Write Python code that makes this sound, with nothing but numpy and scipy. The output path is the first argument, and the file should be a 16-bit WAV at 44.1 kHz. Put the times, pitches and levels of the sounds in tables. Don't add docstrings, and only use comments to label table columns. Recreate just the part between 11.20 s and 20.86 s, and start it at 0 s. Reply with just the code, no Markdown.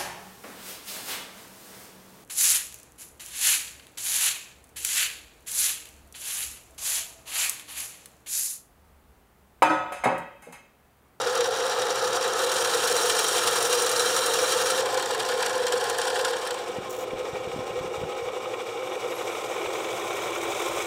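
import sys
import numpy as np
from scipy import signal
from scipy.fft import rfft, irfft, next_fast_len
from scipy.io import wavfile
from scipy.ndimage import uniform_filter1d, map_coordinates

SR = 44100
rng = np.random.default_rng(int(sys.argv[2]) if len(sys.argv) > 2 else 0)


def persist_wave(psi):
    counts = np.round(np.clip(psi, -1, 1) * 32767).astype(np.int16)
    wavfile.write(sys.argv[1], SR, np.atleast_2d(counts).T)


def invert_db(level):
    return 10 ** (np.asarray(level, dtype=float) / 20)


N = 426006
SECONDS = np.arange(N) / SR
SIZE = next_fast_len(N + 8192)
HZ = np.fft.rfftfreq(SIZE, 1 / SR)

# t/s, stage (0 far first touch, 1 far heavy cut, 2 far skimming, 3 near light touch,
# 4 near heavy cut; fractions blend), unevenness of the rubbing
STAGE = [(0, 0.41, 1.15), (1.14, 0.54, 1.13), (1.3, 1.35, 1.28), (3.55, 0.89, 0.57), (3.64, 2.31, 1.4),
         (5.05, 2.01, 1.43), (5.5, 2.7, 0.9), (7.6, 2.98, .7), (8.0, 3.5, 0.81), (8.6, 3.73, 0.85),
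         (9.66, 4.22, 0.94)]
# t/s, level/dB
FEED = [(0, -2), (1.02, -0.5), (1.14, -2.5), (1.3, 2), (1.89, 5.5), (3.37, 4.5), (3.55, 3.5), (3.64, -3),
        (5.05, -3.5), (5.6, -4.5), (5.9, -4.5), (7.59, -3), (8.07, .4), (9.25, 3), (9.4, 7), (9.66, 8.5)]
# start t/s, end t/s
FADE_S = (5.05, 5.6)
PASSES_S = [
    0,
    1.27,
    3.6,
    5.55,
    8.1,
]


def unit(x):
    return x / np.sqrt(np.mean(x ** 2) + 1e-20)


def along(points, hz):
    f, v = np.transpose(points)
    return np.interp(np.log(hz + 1), np.log(f + 1), v)


def curves(rows):
    s, *cols = np.transpose(rows)
    return [np.interp(SECONDS, s, c) for c in cols]


def in_pass(table, s=SECONDS):
    return np.asarray(table)[np.searchsorted(PASSES_S, s, "right") - 1].T


def nearness():
    return np.interp(SECONDS, FADE_S, [0, 1])


def wobble(rate):
    coarse = SECONDS[::16]
    knots = rng.standard_normal(int(N * rate / SR) + 4)
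    return np.interp(SECONDS, coarse, map_coordinates(knots, [coarse * rate]))


def spectrum(x, gain, lo_hz=0, hi_hz=SR):
    gain = np.asarray(gain, np.float32)
    in_band = (HZ >= lo_hz) & (HZ <= hi_hz)
    power = np.sum(gain[..., in_band] ** 2, axis=-1, keepdims=True) / len(HZ)
    return rfft(x.astype(np.float32), SIZE) * (gain / np.sqrt(power))


def filtered(x, gain, *band):
    return irfft(spectrum(x, gain, *band), SIZE)[..., :N]


def staged(colours, x, window, *band):
    return spectrum(x, colours * window.astype(np.float32), *band)


def bursts(events, rise, fall, scatter_db=0):
    s, db = np.transpose(events)[:2]
    kicks = np.bincount((s * SR).astype(int), invert_db(db + scatter_db * rng.standard_normal(len(s))), N)[:N]
    t = np.arange(-SR // 20, SR // 20 + 1) / SR - rise
    shape = np.exp(-(t / np.where(t < 0, rise, fall)) ** 2)
    return signal.fftconvolve(kicks, shape, "same") * rng.standard_normal(N)


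def wheel():
    # t/s, turns behind a steady wheel
    lag = [(0, .82), (1.22, .675), (1.45, .62), (1.7, .7), (2.2, 1.04), (2.6, 1.17), (3.45, 1.22),
           (3.8, 1.21), (5.45, 1.235), (5.6, 1.25), (7.8, .17), (8.05, .15), (8.36, .23), (8.62, .42),
           (9.66, .42)]
    wheel_hz = 11.5
    return wheel_hz * SECONDS - uniform_filter1d(curves(lag)[0], size=SR // 8)


def contact_db():
    # once-a-turn swing/dB, angle/turns, twice-a-turn swing/dB, angle/turns
    swing = [
        (2, 0.19, 0.1, .01),
        (1.56, 0.0029, 1.1, 0.16),
        (0, -0.092, 1.2, -0.16),
        (2.5, -0.17, 0.1, .02),
        (0.5, -0.17, -0.8, 0.025),
    ]
    once_db, once, twice_db, twice = in_pass(swing)
    turns = wheel()
    return once_db * np.cos(2 * np.pi * (turns - once)) + twice_db * np.cos(4 * np.pi * (turns - twice))


def levels_db():
    parts = [
        (-29, -0.08, -33.5, 0.18),
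        (-30.5, 0.24, -37, 0.62),
        (-36, 0.74, -41, 0.82),
        (-35.5, 1, -46, 1),
    ]
    frame_db = [-0.5, 0, -3, -1, 0.5]
    settle_s = 0.25
    feed_db, near = curves(FEED)[0], nearness()
    frame, *rest = [(1 - near) * (far_db + far * feed_db) + near * (near_db + close * feed_db)
                    for far_db, far, near_db, close in parts]
    change_db = in_pass(frame_db, abs(SECONDS - settle_s))
    return [frame + uniform_filter1d(change_db, size=SR // 5), *rest]


def breeze():
    # t/s, level/dB
    air_db = [(0.0, -59), (0.35, -73), (3.23, -61), (3.61, -80), (5.06, -66), (6.75, -57), (7.53, -74.5),
              (9.39, -60), (9.66, -54)]
    # f/Hz, level/dB per Hz
    rumble = [(15, -22), (30, -14.5), (50, -7), (90, -4), (150, -7), (300, -63.5)]
    air = filtered(rng.standard_normal(N), invert_db(along(rumble, HZ)))
    return invert_db(curves(air_db)[0] - 0.5 + 2.2 * wobble(6.5)) * air


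def motor():
    # f/Hz, level/dB per Hz
    tone = [(35, -54), (60, -26), (70, -28), (113, -9), (132, -15), (162, -21), (195, -10.5), (233, -14),
            (297, -8.5), (330, -20.5), (430, 0), (730, -120)]
    # t/s, level/dB
    drone = [(0, 0), (3.5, 1), (5, 0.5), (5.3, -2), (5.6, 1.5), (7.0, 0), (7.7, -2), (8.4, -2), (8.8, 1),
             (9.66, -1.5)]
    hump_db = 3.4 * 2 ** -((HZ - 123) / 9) ** 2
    noise = filtered(rng.standard_normal(N), invert_db(along(tone, HZ) + hump_db))
    strain_db = 0.14 * curves(FEED)[0] + 0.34 * contact_db()
    return invert_db(-48 + curves(drone)[0] + strain_db) * noise


def bumps():
    # t/s, peak level/dB, f/Hz
    knocks = [(5.586, -28, 200), (5.935, -27, 243), (6.135, -33, 130), (6.276, -35, 140), (6.364, -25, 210),
              (6.393, -29, 151), (6.58, -40, 100), (6.612, -32, 130), (6.658, -34, 150), (6.783, -33, 120),
              (6.819, -34, 120), (6.838, -27, 150), (6.852, -37, 120), (6.345, -35, 130), (6.51, -37, 130),
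              (7.03, -40, 120), (8.47, -45, 80), (9.5, -46, 80)]
    out, t = np.zeros(N + SR), np.arange(-SR // 40, SR // 40) / SR
    for s, db, hz in knocks:
        push = np.exp(-(t * hz / 0.5) ** 2) * np.sin(2 * np.pi * hz * t + rng.uniform(0, 2 * np.pi))
        out[round(s * SR) - SR // 40:][:len(t)] += invert_db(db) * push
    low = HZ / (60 + HZ) / (1 + (HZ / 340) ** 3)
    rough = filtered(bursts(knocks, rise=0.0047, fall=0.036), low)
    return out[:N] + invert_db(-18) * rough


def whine():
    # multiple, level/dB
    far_orders = [(30, -52), (36, -50), (39, -42), (41, -39), (43, -37), (45, -33), (57, -51), (63, -47),
                  (72, -43), (73, -49)]
    # multiple, level/dB
    near_orders = [(28, -53), (31, -46), (35, -49), (39, -49), (41, -46), (42, -41), (43, -37), (53, -55),
                   (64, -51), (68, -50), (88, -50)]
    shaft_db = [0, -2.5, -0.3, -0.5, -14]
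    hop = 8
    turns = wheel()[::hop]

    def line(multiple, db):
        level = invert_db(db + 1.5 * wobble(3)[::hop])
        return level * np.sin(2 * np.pi * multiple * turns + 0.4 * wobble(5)[::hop])

    far, close = (signal.resample_poly(sum(line(*order) for order in orders), hop, 1)[:N]
                  for orders in (far_orders, near_orders))
    near = nearness()
    return invert_db(uniform_filter1d(in_pass(shaft_db), size=SR // 5)) * ((1 - near) * far + near * close)


def squeal():
    # t/s, level/dB
    song = [(7.55, -85), (7.68, -63), (7.8, -74), (7.96, -56), (8.06, -66), (8.2, -66), (8.42, -67),
            (8.8, -72), (9.0, -85)]
    tone = filtered(rng.standard_normal(N), 1 / (1 + (2 * (HZ - 11350) / 550) ** 2))
    return invert_db(curves(song)[0] + 3.5 + 1.8 * wobble(30)) * tone


def scrape():
    # t/s, peak level/dB
    slips = [(5.695, -35), (5.705, -31), (5.716, -43), (5.726, -35), (5.737, -42), (5.747, -38),
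             (5.762, -34), (5.776, -38), (5.787, -37), (5.797, -42), (5.806, -35), (5.816, -37),
             (5.826, -40), (5.836, -40)]
    # f/Hz, level/dB per Hz
    wet = [(2650, -41), (4500, -11), (5020, -13), (5400, -5), (6910, -1), (9410, -9), (13800, -9),
           (15700, -5)]
    # f/Hz, width/Hz, level/dB
    steel_top = [(5740, 300, 3), (6940, 500, 5), (7780, 300, 4), (9920, 500, 6), (12900, 400, 3),
                 (14100, 600, 5), (15500, 300, 3)]
    modes_db = sum(db * 2 ** -(2 * (HZ - hz) / width) ** 2 for hz, width, db in steel_top)
    stutter = bursts(slips, rise=0.0019, fall=0.008)
    return invert_db(-13.5) * filtered(stutter, invert_db(along(wet, HZ) + modes_db), 9600, 16000)


def saw_colour(stage):
    # f/Hz, level/dB per Hz
    far_colours = [
        [(150, -60), (300, -17), (400, 19), (600, 14), (1200, 13.5), (1750, 15.5), (2100, 5), (3300, 9.5),
         (5000, 2.5), (6300, -4), (9300, -14), (11000, -17), (14000, -31), (15700, -29.5)],
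        [(150, -52), (300, 6.5), (400, 10.5), (600, 8), (1200, 13), (1750, 13.5), (2100, 4), (3300, 10.5),
         (5000, 10), (6300, 10), (9300, 8.5), (11000, 3), (14000, -2.5), (15700, -6)],
        [(150, -60), (300, -2), (400, 16.5), (600, 11), (1200, 11), (1750, 16), (2100, 1), (3300, 8.5),
         (5000, 0), (6300, -5.5), (9300, -2), (11000, -12.5), (14000, -15), (15700, -26)],
    ]
    # f/Hz, level/dB per Hz
    near_colours = [
        [(150, -39), (290, 8), (340, 5), (620, 10), (1350, 8), (1650, -3.5), (2600, -1), (3800, -4.5),
         (4400, -19.5), (6200, -18.5), (8600, -22), (9600, -31), (12500, -30), (15700, -34)],
        [(150, -58.5), (290, -3), (340, 16), (620, 12.5), (1350, 11.5), (1650, 1.5), (2600, 4), (3800, 3.5),
         (4400, -10.5), (6200, -3), (8600, -7), (9600, -13), (12500, -16.5), (15700, -15)],
    ]
    # f/Hz, width/Hz, level/dB over the colour at each of the three far stages
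    far_modes = [(487.4, 61, 16, 13.6, 9), (499, 44, 1.9, 1.2, 5), (529, 33, 3.5, 5, 4),
                 (723, 48, 9.2, 7.7, 10), (820, 43, 3, .5, -0.5), (841, 172, 8.8, 2.8, 9.5),
                 (905, 50, .5, 4.7, 1), (1433, 56, .5, .5, 5), (1656, 34, 2, 1, 2.5),
                 (3380, 44, 2, 1.7, 1.5), (4570, 40, 2, 2, 8), (1038, 95, 5.7, 2.1, 12.5),
                 (1298, 245, 9, 5.6, 0.5), (2350, 52, 3.4, 8.2, 6), (2814, 63, 4, 7.4, 5),
                 (3146, 77, 5, 6.9, 7), (3813, 180, 7.3, 5.5, 1.5), (4036, 49, 2, 10.2, 4),
                 (4303, 39, 2, 2.4, 8.5), (4880, 89, 3, 0.52, 4), (5627, 500, 5.7, 8.4, 8),
                 (5800, 150, 7, 1.7, -2), (6665, 150, 3.6, 8, 6.5), (7330, 460, 9.5, 4, 5),
                 (7770, 320, 1, 0.68, 3), (8980, 570, 2.4, 6.1, -0.5), (10000, 390, 1.5, 4.6, -5.5),
                 (13100, 900, 1, 3.3, -4), (14940, 900, 1, 6.1, 3)]
    # f/Hz, width/Hz, level/dB over the colour at each of the two near stages
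    near_modes = [(339, 15, 4, 6.5), (369, 42, 8.5, 0), (480, 116, 11.5, 1), (517, 28, 3.5, 2.5),
                  (769, 100, 7.5, 5.5), (817, 19, 5.5, -3), (885, 130, 0.5, 0), (1053, 39, 6, 7),
                  (1270, 57, 6.5, 0), (1740, 94, -1, 0), (1883, 39, 11, 6.5), (2302, 325, 9.5, 9),
                  (2850, 150, 7.5, -1), (3396, 90, 7, 4), (3650, 240, 4.5, 2), (5610, 430, 4.5, 0.5),
                  (6900, 60, 1, 0), (7960, 860, 3, 1.5), (2290, 63, 3.5, 1.5), (9500, 300, -2, 2),
                  (10550, 250, 3, 1.5), (12500, 350, -3, 3.5), (13700, 400, 1.5, .5)]
    broad = [*far_colours, *near_colours][stage]
    centre, width, *db = np.transpose(far_modes if stage < 3 else near_modes)
    grid = np.arange(0, SR / 2, 5)
    peaks = np.sum(db[stage % 3] * 2 ** -(2 * (grid[:, None] - centre) / width) ** 2, axis=1)
    return invert_db(np.interp(HZ, grid, along(broad, grid) + peaks))


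def machine():
    stage, count = curves(STAGE)[0], np.arange(5)
    shares = np.clip(1 - abs(stage - count[:, None]), 0, 1)
    return shares, np.array([saw_colour(k) for k in count], np.float32)


def ticks(colours):
    draw = rng.random((760, 2))
    grains = np.column_stack([draw[:, 0] * (N - 1) / SR, 9.5 * draw[:, 1]])
    level_db = levels_db()[3] + 9 * (curves(STAGE)[1] - 1)
    bright = 1 / np.sqrt(1 + (5500 / (HZ + 1)) ** 4) * (HZ / 8000) ** 0.1
    return staged(colours, invert_db(level_db - 9) * bursts(grains, rise=0.0012, fall=0.0022), bright)


def catches(rows):
    rasp_db = [-27.5, -20, -28, -35.5, -27.5]
    s, db = np.transpose(rows)[:2]
    fading = np.interp(s, FADE_S, [0, 1]) * (s < PASSES_S[3] - 0.02)
    steady_db = in_pass(rasp_db, s) - 11 * fading
    over = np.clip(1 - invert_db(2 * (steady_db - db)), 0.03, 1)
    return np.column_stack([s, db + 10 * np.log10(over) + 4 * fading])


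def above(corner_hz):
    return 1 / np.sqrt(1 + (corner_hz / (HZ + 1)) ** 6)


def between(lo_hz, hi_hz):
    return above(lo_hz) * np.sqrt(1 - above(hi_hz) ** 2)


def snags(colours):
    # t/s, grit peak level/dB
    touch_snags = [(0.016, -22), (0.0712, -22.5), (0.1526, -20.5), (0.1755, -21), (0.2064, -20),
                   (0.2414, -19), (0.2733, -26), (0.3087, -25.5), (0.3506, -25), (0.3706, -24),
                   (0.4648, -23), (0.4958, -21.5), (0.5312, -26), (0.5851, -24), (0.618, -20.5),
                   (0.6664, -23.5), (0.7043, -20.5), (0.7567, -21), (0.7906, -24), (0.8395, -25.5),
                   (0.8759, -24), (0.9293, -20.5), (0.9622, -22), (1.0106, -22.5), (1.048, -22),
                   (1.0774, -22), (1.133, -21), (1.1687, -27), (1.1902, -20.5), (1.2196, -23),
                   (1.2376, -20)]
    # t/s, grit peak level/dB
    heavy_snags = [(1.2753, -22), (1.2938, -18), (1.3162, -15.5), (1.3372, -18.5), (1.3567, -16.5),
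                   (1.405, -16), (1.446, -14.5), (1.4719, -17), (1.4938, -17), (1.5343, -17),
                   (1.5717, -16.5), (1.6216, -16.5), (1.6734, -14.5), (1.7114, -14), (1.7637, -17),
                   (1.8161, -16.5), (1.8565, -17), (1.896, -13.5), (1.9488, -17), (1.9882, -13),
                   (2.0421, -16), (2.065, -18), (2.0825, -14.5), (2.1384, -17.5), (2.1786, -14),
                   (2.2307, -18), (2.2711, -11), (2.31, -17), (2.3309, -21), (2.3584, -16), (2.4008, -20),
                   (2.4222, -15), (2.449, -15.5), (2.4951, -17.5), (2.5265, -13), (2.5739, -16.5),
                   (2.6198, -17), (2.6612, -16.5), (2.6906, -14.5), (2.7136, -14), (2.759, -15),
                   (2.794, -13), (2.8393, -20), (2.8572, -16), (2.9276, -19.5), (2.962, -14), (3.0603, -15),
                   (3.1027, -20), (3.1356, -13.5), (3.1865, -15), (3.2344, -20), (3.2748, -17.5),
                   (3.3007, -19), (3.32, -14), (3.413, -23), (3.4584, -16), (3.4993, -15)]
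    # t/s, grit peak level/dB, body over grit/dB
    skim_snags = [(3.5753, -17.5, -2.5), (3.6052, -22.5, -7), (3.6576, -21, -4), (3.6885, -26, -3),
                  (3.7075, -30, -1), (3.743, -18, -6), (3.774, -19.5, -7), (3.7958, -20, -3),
                  (3.8247, -19.5, -3), (3.8576, -18, -11), (3.907, -21, -5.5), (3.9464, -17.5, -6),
                  (4.0006, -18, -4), (4.0307, -24, -6), (4.0507, -22.5, -10), (4.087, -17.5, -9),
                  (4.117, -23, -1), (4.1385, -25, -8), (4.1724, -28, -5), (4.2043, -22.5, -8),
                  (4.226, -16.5, -5), (4.262, -18, -5.5), (4.294, -19.5, -6.5), (4.3286, -27.5, 3),
                  (4.347, -31, -1), (4.3784, -21.5, -13), (4.4149, -30, -1), (4.4353, -26, -1),
                  (4.4666, -18, -6.5), (4.522, -18, -6), (4.5521, -27, -2), (4.574, -24, -13),
                  (4.6094, -24, -5), (4.6399, -20, -8), (4.6972, -19, -6.5), (4.7277, -24, -10),
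                  (4.7476, -23.5, -4.5), (4.7835, -18, -8.5), (4.815, -18.5, -6), (4.8459, -24.5, -3),
                  (4.8688, -26, -3), (4.8818, -26, -4), (4.9013, -21, -7), (4.9571, -23, -4),
                  (4.992, -22, -3.5), (5.0477, -15.5, -9), (5.0764, -34, -5), (5.1322, -26.5, 0),
                  (5.1667, -23, -8), (5.1876, -29, -7), (5.218, -30, -2), (5.2515, -25, -8),
                  (5.272, -22, -6), (5.3068, -20, -8), (5.3418, -27, -9), (5.3916, -33, -1),
                  (5.4276, -35, -5), (5.462, -35, -4), (5.4824, -30, -5), (5.5164, -32, -9)]
    # t/s, peak level/dB
    light_snags = [(5.5484, -35), (5.5723, -31), (5.8686, -32), (5.904, -28), (6.0557, -29), (6.155, -26),
                   (6.3156, -31), (6.4029, -29), (6.5032, -30), (6.5536, -37), (6.5885, -28), (6.6359, -33),
                   (6.6593, -27), (6.7042, -31), (6.7382, -29), (6.8015, -33), (6.8374, -30), (6.9212, -25),
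                   (6.9656, -31), (6.9866, -29), (7.0499, -32), (7.0854, -23.5), (7.1308, -32),
                   (7.1672, -28), (7.2016, -31), (7.229, -34), (7.2545, -25), (7.2939, -34), (7.3358, -24),
                   (7.4041, -25), (7.4645, -33), (7.4889, -29), (7.5723, -26.5), (7.6221, -26),
                   (7.671, -28), (7.7189, -25.5), (7.7528, -29), (7.8037, -38), (7.839, -25)]
    # t/s, peak level/dB
    deep_snags = [(7.9208, -25), (7.9801, -30), (8.0101, -26), (8.0545, -32), (8.0969, -29), (8.1483, -22),
                  (8.1842, -25), (8.2376, -25.5), (8.3209, -25), (8.3633, -22), (8.4132, -22), (8.457, -20),
                  (8.501, -24.5), (8.5514, -20), (8.6012, -23), (8.6446, -20.5), (8.686, -23), (8.726, -23),
                  (8.8133, -24), (8.8452, -27), (8.9055, -21), (8.9275, -23), (8.9869, -22.5),
                  (9.0318, -27), (9.0567, -23), (9.0777, -23), (9.1171, -22), (9.158, -20), (9.2054, -24),
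                  (9.2513, -21.5), (9.2942, -27), (9.3181, -22.5), (9.4244, -25), (9.4603, -26),
                  (9.5112, -22), (9.5995, -18.5)]
    far, near = colours[:3], colours[3:]
    touch, heavy, skim = catches(touch_snags), catches(heavy_snags), catches(skim_snags)
    light = np.vstack([touch, skim])
    body_db = -8
    skim_body = skim + np.array(skim_snags)[:, 2:] * [0, 1]
    weighty = np.vstack([touch + [0, body_db], heavy + [0, body_db], skim_body])
    buried = 2.05

    def gritty(rise, fall, scatter_db):
        slow = bursts(heavy, buried * rise, buried * fall, scatter_db)
        return bursts(light, rise, fall, scatter_db) + invert_db(-4.5) * slow

    body_swell = bursts(weighty, rise=0.0026, fall=0.013, scatter_db=1.5)
    body = staged(far, body_swell, between(1310, 4900), 1800, 6200)
    grit = staged(far, gritty(0.0011, 0.006, 1.3), between(6100, 10000))
    fine = staged(far, gritty(0.0011, 0.0033, 3.0), above(8900))
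    near_catches = np.vstack([catches(light_snags), catches(deep_snags)])
    near_swell = bursts(near_catches, rise=0.002, fall=0.0096)
    close = staged(near, near_swell, between(900, 4700), 2000, 9000)
    return invert_db(-5.5) * body + invert_db(-10) * grit + invert_db(-13) * fine, invert_db(-12.5) * close


def rubbing(colours):
    edges = [315, 650, 1900, 4300, 16000]
    # wheel share, chatter/dB, lift/dB, own unevenness/dB, trim/dB
    follow = [(0.089, 0.083, 0.3, 1.2, -0.55), (0.39, 0.98, 0.35, 0.35, -0.62),
              (0.67, 1.03, 1.5, 0.95, -0.54), (0.71, 1.27, 0.98, 1.24, -0.22)]
    wheel_db, uneven = contact_db(), curves(STAGE)[1]
    chatter = unit(1.1 * wobble(40) + wobble(130))
    lift = -np.maximum(wobble(80) - 1, 0)
    out = 0
    for level_db, lo, hi, shares in zip(levels_db(), edges, edges[1:], follow):
        share, chatter_db, lift_db, own_db, trim_db = shares
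        rough_db = chatter_db * chatter + lift_db * lift + own_db * wobble(120)
        force = unit(invert_db(share * wheel_db + uneven * rough_db) * rng.standard_normal(N))
        window = 1 / np.sqrt((1 + (lo / (HZ + 1)) ** 24) * (1 + (HZ / hi) ** 24))
        out = out + staged(colours, invert_db(level_db + trim_db) * force, window)
    return out


def patchy(x, patch_db):
    hz, _, z = signal.stft(x.astype(np.float32), SR, nperseg=256)
    field = uniform_filter1d(rng.standard_normal(z.shape), size=3, axis=0)
    field = uniform_filter1d(field, size=4, axis=1)
    depth_db = patch_db / (1 + (3000 / (hz + 1)) ** 2)
    return signal.istft(z * invert_db(depth_db[:, None] * unit(field)), SR, nperseg=256)[1][:N]


def scene():
    shares, colours = machine()
    spectra = rubbing(colours) + np.vstack(snags(colours)) + ticks(colours)
    stages = irfft(spectra, SIZE)[:, :N]
    cut = patchy(np.sum(shares * stages, axis=0), patch_db=1.7)
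    return (breeze() + motor() + bumps() + whine() + squeal() + scrape() + cut)[None]


def low_pass(x):
    return signal.sosfilt(signal.butter(12, 16780, fs=SR, output="sos"), x)


def record(dry):
    limited = irfft(rfft(dry, SIZE) * (HZ < 15790), SIZE)[..., :N]
    return low_pass(limited)


dry = scene()
out = record(dry)
persist_wave(out)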